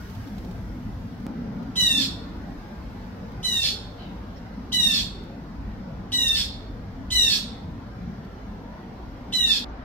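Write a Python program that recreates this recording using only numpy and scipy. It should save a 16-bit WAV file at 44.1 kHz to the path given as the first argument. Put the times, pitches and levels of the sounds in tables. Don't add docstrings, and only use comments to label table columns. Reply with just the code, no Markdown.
import sys
import numpy as np
from scipy import signal
from scipy.fft import rfft, irfft
from scipy.io import wavfile
from scipy.ndimage import uniform_filter1d, minimum_filter1d

SR = 44100
rng = np.random.default_rng(int(sys.argv[2]) if len(sys.argv) > 2 else 0)


def file_out(sig):
    cols = np.atleast_2d(sig).T
    lim = np.clip(cols, -1, 1)
    pcm = np.round(lim * 32767).astype(np.int16)
    wavfile.write(sys.argv[1], SR, pcm)


def rack_gain(trim_db):
    fader = np.asarray(trim_db, float)
    return 10 ** (fader / 20)


N = 433944
FIRST_CHANGE_S, LAST_CHANGE_S = 1.2665, 9.648
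TOP_HZ = 15850

# frequency in Hz, level in dB per Hz.
RUMBLE = [(12, -46), (20, -10), (37, -2), (54, 3.5), (76, -6), (107, -2), (140, -10.5), (184, -3.5),
          (264, -5.5), (323, -15), (353, -16.5), (400, -21), (520, -42), (880, -120)]
# frequency in Hz, level in dB per Hz.
HISS = [(240, -35), (400, -9.5), (467, 0.5), (512, -2.5), (812, -2.5), (890, -3.5), (1210, -8.5),
        (1410, -8), (2010, -14.5), (2650, -21), (5470, -25), (7790, -38), (10400, -42), (11800, -34),
        (15800, -41.5)]
# frequency in Hz, left-right likeness from 0 to 1.
AIR_LIKENESS = [(60, 0.95), (200, 0.97), (380, 0.91), (700, 0.35), (1500, 0.083), (4000, 0.15),
                (12000, .15)]
# frequency in Hz, left over right in dB.
AIR_PAN = [(60, 0), (130, 1.0), (290, 0.5), (640, 1), (1410, 2), (3100, -3), (6820, -2), (15000, 8)]
# frequency in Hz, lead of the left in radians.
AIR_LEAD = [(40, .02), (250, 0.11), (1000, 0.72), (3000, 0.72), (8000, 4.8)]
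# start in seconds, traffic, drone, hiss and top hiss in dB.
STRETCHES = [
    (0, -2.5, 3.5, 2, 3.5),
    (1.2665, 1.23, 0.3, 2, 0.3),
    (9.648, 4.5, -7.5, 0.1, -11),
]
# time in seconds, level in dB.
TRAFFIC_EBB = [(0, 2.6), (1.3, 0.5), (4.3, -0.5), (5.2, -1.5), (7, -1.1), (8.7, -1), (9.84, -.5)]
# closest in seconds, lasts in seconds, rumble in dB, drone in dB.
PASSES = [(0.704, 0.87, 5.5, 1), (1.483, 0.32, -3, 8), (2.058, 0.3, -3, 7), (4.92, 0.32, 3.5, 3.5),
          (5.746, 0.39, 3.5, 7), (6.895, 0.59, 5.5, -1), (7.606, 0.86, 0, 2), (8.347, 0.073, 3, -1)]
# time in seconds, hiss level in dB.
BREEZE = [(0, 7), (.8, -0.5), (1.25, -1.5), (2.7, 1.5), (5.7, -3), (8, -3), (9.2, -2.5), (9.84, 3)]
# start in seconds, peak in dB, left over right in dB.
TICKS = [(0.096, -42, -4), (0.1494, -41, -2.5), (0.271, -41, -2), (0.379, -40, -0.5), (0.445, -43, -3),
         (0.509, -42, -2), (0.9194, -54, 3), (1.1994, -53, 15.5), (1.625, -47, 5), (3.3154, -47, 3),
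         (4.2974, -58, -6), (4.373, -50, -2.5), (5.234, -44, 0), (8.244, -49, -8), (8.5494, -57, 3),
         (8.7694, -58, -2.5)]
# start in seconds, peak in dB, pitch in Hz, width as a share of the pitch.
CHIPS = [
    (4.362, -46, 5300, .12),
    (9.685, -59, 6000, .05),
]
# start in seconds, length in seconds, level in dB, fade in dB per second,
# first pitch in Hz, last pitch in Hz.
FAR_JAY = (3.97, .23, -44, -120, 1025, 870)
# frequency in Hz, 60 dB decay in seconds.
WOOD_TAIL = [(1500, 0.56), (3000, 0.56), (4000, 0.58), (6000, 0.45), (9000, 0.47), (14000, 0.1)]
# start in seconds, length in seconds, effort in dB, top pitch in Hz,
# pitch before the last drop in Hz.
CALLS = [(1.754, 0.31, -23, 999, 879.5), (3.427, 0.3, -26, 1002, 873.5), (4.718, 0.31, -23.5, 991.5, 874),
         (6.117, 0.32, -23, 985, 890), (7.102, .285, -22, 1008, 870), (9.322, 0.28, -22.5, 1002, 859)]
# rasp starts after seconds, swells for seconds, rasp over the effort in dB,
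# brightness in dB.
VOICES = [(0.19, 0.1, -4.5, -14.5), (0.16, 0.066, -5, -12), (0.17, 0.074, -8, -14),
          (0.21, 0.045, -7.5, -14.5), (0.173, 0.034, -9, -12.5), (0.13, 0.086, -10.5, -17.5)]
# frequency in Hz, level in dB.
BEAK = [(1100, -38.5), (1550, -22.5), (1900, -21), (2900, -12.5), (3700, -0.5), (4100, -3), (4800, -12.5),
        (5600, -20), (6100, -20.5), (7000, -24.5), (9400, -27), (10400, -35.5), (11100, -40), (11900, -29),
        (13000, -30), (15500, -40)]
# frequency in Hz, width in Hz, level in dB.
THROAT = [(2880, 2340, 1.5), (3530, 990, 6.5), (4340, 1000, 10), (5440, 760, 2.5), (6800, 1800, -6),
          (12000, 980, -15.5)]
# overtone number, level in dB.
HELD_OVERTONES = [(3, -33), (4, -2.5), (5, 2.5), (6, -13)]
# frequency in Hz, left over right in dB.
BIRD_PAN = [(1800, 4.5), (2900, -2.5), (3900, -0.5), (5500, -9), (7000, 7), (9500, 7.5), (12000, 1),
            (15000, 8)]
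# frequency in Hz, lead of the left in radians.
BIRD_LEAD = [(1800, 0.25), (2900, 0.7), (3900, 2.2), (5500, 4.04), (9000, 4)]


def evened(x):
    return x / np.sqrt(np.mean(x ** 2) + 1e-20)


def read(points, hz):
    f, value = np.transpose(points)
    return np.interp(np.log(hz + 1), np.log(f + 1), value)


def add(mix, s, sound):
    part = mix[:, round(s * SR):][:, :sound.shape[1]]
    part += sound[:, :part.shape[1]]


def resonate(x, hz, width):
    b, a = signal.iirpeak(hz, hz / width, SR)
    return signal.lfilter(b, a, signal.lfilter(b, a, x))


def wander(n, hz):
    return evened(signal.lfilter(*signal.butter(2, hz, fs=SR), rng.standard_normal(n)))


def ports(x, pan, lead):
    hz = np.fft.rfftfreq(x.shape[1], 1 / SR)
    half = rack_gain(read(pan, hz) / 2) * np.exp(.5j * read(lead, hz))
    return irfft(rfft(x) * np.array([half, 1 / half]), x.shape[1])


def air_levels(t, hz):
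    starts, *levels = np.transpose(STRETCHES)
    stretch = np.searchsorted(starts[1:], t)
    traffic_db, drone_db, hiss_db, top_db = (v[stretch] for v in levels)
    traffic_db = traffic_db + np.interp(t, *np.transpose(TRAFFIC_EBB))
    breeze_db = np.interp(t, *np.transpose(BREEZE))
    closest, lasts, *swells = np.transpose(PASSES)
    rumble_db, passing_db = swells @ np.exp(-((t - closest[:, None]) / lasts[:, None]) ** 2)
    under = [1 / (1 + (hz / edge_hz) ** 6) for edge_hz in (125, 320, 1800, 6500)]
    field_db = np.outer(under[2], traffic_db)
    field_db += np.outer(under[0], rumble_db)
    field_db += np.outer(under[1] - under[0], drone_db + passing_db)
    field_db += np.outer(under[3] - under[2], hiss_db + 0.41 * breeze_db)
    return field_db + np.outer(1 - under[3], top_db + breeze_db)


def outdoors():
    size, hop = 4096, 1024
    frames, hz = N // hop + 5, np.fft.rfftfreq(size, 1 / SR)
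    t = np.arange(-1, frames - 1) * hop / SR
    a, b, c, d, patches = rng.standard_normal((5, len(hz), frames))
    patches = evened(uniform_filter1d(uniform_filter1d(patches, 6, 0), 5, 1))
    left, other = a + 1j * b, c + 1j * d
    same = np.clip(read(AIR_LIKENESS, hz), -1, 1)[:, None]
    z = np.array([left, same * left + np.sqrt(1 - same ** 2) * other])
    colour = rack_gain(read(RUMBLE, hz)) + rack_gain(read(HISS, hz) - 15)
    z *= colour[:, None] * rack_gain(air_levels(t, hz) + 2.69 * patches)
    air = signal.istft(z, nperseg=size, noverlap=size - hop)[1]
    return rack_gain(-35) * evened(ports(air, AIR_PAN, AIR_LEAD)[:, hop:hop + N])


def scene_change():
    t = np.arange(900) / SR
    jump = -np.exp(-t / 0.01) * np.cos(2 * np.pi * 190 * t - .6)
    return rack_gain(-22.5) * np.array([jump, jump])


def tick(peak_db, hz, pan_db, share, length):
    t, noise = np.arange(2500) / SR, rng.standard_normal((2, 2500))
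    body = evened(resonate(noise, hz, np.clip(share, .04, 1.5) * hz))
    fizz = 0.46 * share ** 2 * evened(resonate(noise, 14500, 5000))
    swell = t / length * np.exp(1 - 2 * t / length)
    lean = rack_gain(np.array([[.5], [-.5]]) * pan_db)
    return rack_gain(peak_db - 5) * (body + fizz) * swell * lean


def trees(x, direct_db):
    near_db, near_t60_s, far_db = 0.5, 0.23, -13.5
    size = round(.75 * SR)
    t = np.arange(size) / SR
    sparse = rng.standard_normal((3, size)) * (rng.random((3, size)) < 1500 / SR)
    near = (sparse[:2] + 0.13 * sparse[2]) * rack_gain(-60 * t / near_t60_s) * (t > .004)
    hz, s, z = signal.stft(rng.standard_normal((2, size)), SR, nperseg=256)
    z = z * rack_gain(-60 * s / read(WOOD_TAIL, hz)[:, None])
    far = signal.istft(z, SR, nperseg=256)[1][:, :size] * np.minimum(t / 0.075, 1)
    echo = rack_gain(near_db) * near / np.linalg.norm(near[0]) + rack_gain(far_db) * far / np.linalg.norm(far[0])
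    echo[:, 0] += rack_gain(direct_db)
    return signal.fftconvolve(x[None], echo, axes=1)


def far_jay(length, level_db, fade_db, top_hz, end_hz):
    t = np.arange(0, length, 1 / SR)
    turns = np.cumsum(end_hz + (top_hz - end_hz) * (1 - t / length) ** 1.7) / SR
    tone = 0
    for k, db in [(3, -1), (4, -3), (5, -14)]:
        tone = tone + rack_gain(db) * wander(len(t), 220) * np.cos(2 * np.pi * k * turns)
    return rack_gain(level_db + fade_db * t) * tone * signal.windows.tukey(len(t), .15)


def jay_pitch(t, length, top_hz, late_hz):
    hold_s, knee_s, drop_s = .035, .15, .07
    times = [0, hold_s, knee_s, length - drop_s, length]
    hz = np.interp(t, times, [top_hz, top_hz, 916.3, late_hz, 800])
    return uniform_filter1d(hz, size=900, mode="nearest")


def clear_tone(t, hz, turns, rough, bright_db):
    k = np.arange(1, 18)[:, None]
    upper_db = np.clip((k * hz - 4300) / 600, 0, 1) * (bright_db + 13.5)
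    gains = rack_gain(read(BEAK, k * hz) + upper_db) * (k * hz < TOP_HZ)
    flutter = rng.standard_normal(gains.shape)
    flutter = evened(uniform_filter1d(uniform_filter1d(flutter, 150), 150))
    gains *= 1 + np.clip((k - 3.5) * .3, .12, .7) * flutter
    gains[4] *= rack_gain(-12.5)
    gains[:3] *= (1 - np.exp(-(t / .009) ** 2)) * (1 - .15 * rough)
    return (gains * np.cos(2 * np.pi * k * turns + 0.373 * k ** 2)).sum(0) / 0.71


def second_membrane(t):
    turns = np.cumsum(879 * (1 + .008 * wander(len(t), 300))) / SR
    return sum(rack_gain(db) * np.cos(2 * np.pi * n * turns) for n, db in HELD_OVERTONES)


def jay(length, effort_db, top_hz, late_hz, rasp_s, swell_s, rasp_db, bright_db):
    t = np.arange(0, length, 1 / SR)
    attack_s, attack_db, release_s, release_db = 0.026, -21, 0.051, -11
    shape_db = np.interp(t, [0, attack_s, length - release_s, length], [attack_db, 0, 0, release_db])
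    effort_db = effort_db + shape_db + 1.5 * wander(len(t), 21)
    bright_db = bright_db + 9 * shape_db / attack_db
    hz = jay_pitch(t, length, top_hz, late_hz)
    rough = np.clip((t - rasp_s) / swell_s / 1.22 + 0.23, 0, 1) ** 2
    scoop = 1 - .27 * np.exp(-(t / .007) ** 2.6)
    shake = (.004 + .013 * rough) * wander(len(t), 400)
    turns = np.cumsum(hz * scoop * (1 + shake)) / SR
    tone = clear_tone(t, hz, turns, rough, bright_db)

    puffs = rng.standard_normal(len(t)) * (.3 + np.exp(-(turns % 1) / .35)) * rack_gain(1.5 * wander(len(t), 200))
    modes = [(-1) ** i * rack_gain(db) * evened(resonate(puffs, f, w)) for i, (f, w, db) in enumerate(THROAT)]
    onset = np.exp(-t / 0.023)
    breath = rack_gain(bright_db - 8.5) * sum(modes[4:])
    hoarse = (.33 * rough * rack_gain(rasp_db) + .15 * onset) * sum(modes)
    cough = rack_gain(8) * np.exp(-t / 0.0059) * evened(resonate(puffs, 2984, 390))

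    voice = (1 - 0.41 * rough + 1.18 * onset) * tone
    voice += rough * rack_gain(rasp_db) * second_membrane(t)
    voice += hoarse + breath + cough
    edges = np.minimum(np.minimum(t / .004, (length - t) / .02), 1)
    return rack_gain(effort_db) * voice * edges


def scene():
    mix = outdoors()
    add(mix, FIRST_CHANGE_S, scene_change())
    for s, peak_db, pan_db in TICKS:
        add(mix, s, tick(peak_db, 3480, pan_db, share=0.89, length=0.0083))
    for s, peak_db, hz, share in CHIPS:
        add(mix, s, tick(peak_db, hz, -6, share, length=.016))
    birds = np.zeros((2, N))
    add(birds, FAR_JAY[0], trees(far_jay(*FAR_JAY[1:]), direct_db=-15))
    for (s, *call), voice in zip(CALLS, VOICES):
        add(birds, s, trees(jay(*call, *voice), direct_db=0.0))
    birds = ports(birds, BIRD_PAN, BIRD_LEAD)
    return mix + birds * np.clip((LAST_CHANGE_S - np.arange(N) / SR) / .003, 0, 1)


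def roll_off(x):
    return signal.sosfilt(signal.butter(12, 16490, fs=SR, output="sos"), x)


def record(dry):
    hz, t, z = signal.stft(dry, SR, nperseg=2048, noverlap=1024, boundary="even")
    bands = z[:, :1020].reshape(2, 102, 10, -1)
    band_db = 10 * np.log10((abs(bands) ** 2).mean(2) + 1e-20)
    masker_db = -minimum_filter1d(-band_db, size=11, axis=1)
    reach_db = np.interp(np.arange(102), [24, 30], [24, 17])[:, None]
    keep = np.clip((band_db - masker_db + reach_db) / 2.5, .015, 1)
    keep = np.pad(np.repeat(keep, 10, 1), ((0, 0), (0, 5), (0, 0)))
    keep[:, hz < 1500] = 1
    z = z * keep * (hz < TOP_HZ)[:, None]
    heard = signal.istft(z, SR, nperseg=2048, noverlap=1024)[1][:, :N]
    heard = signal.lfilter(*signal.butter(2, 33, "high", fs=SR), heard)
    heard *= np.minimum(np.arange(N)[::-1] / 60, 1)
    return roll_off(heard)


dry = scene()
out = record(dry)
file_out(out)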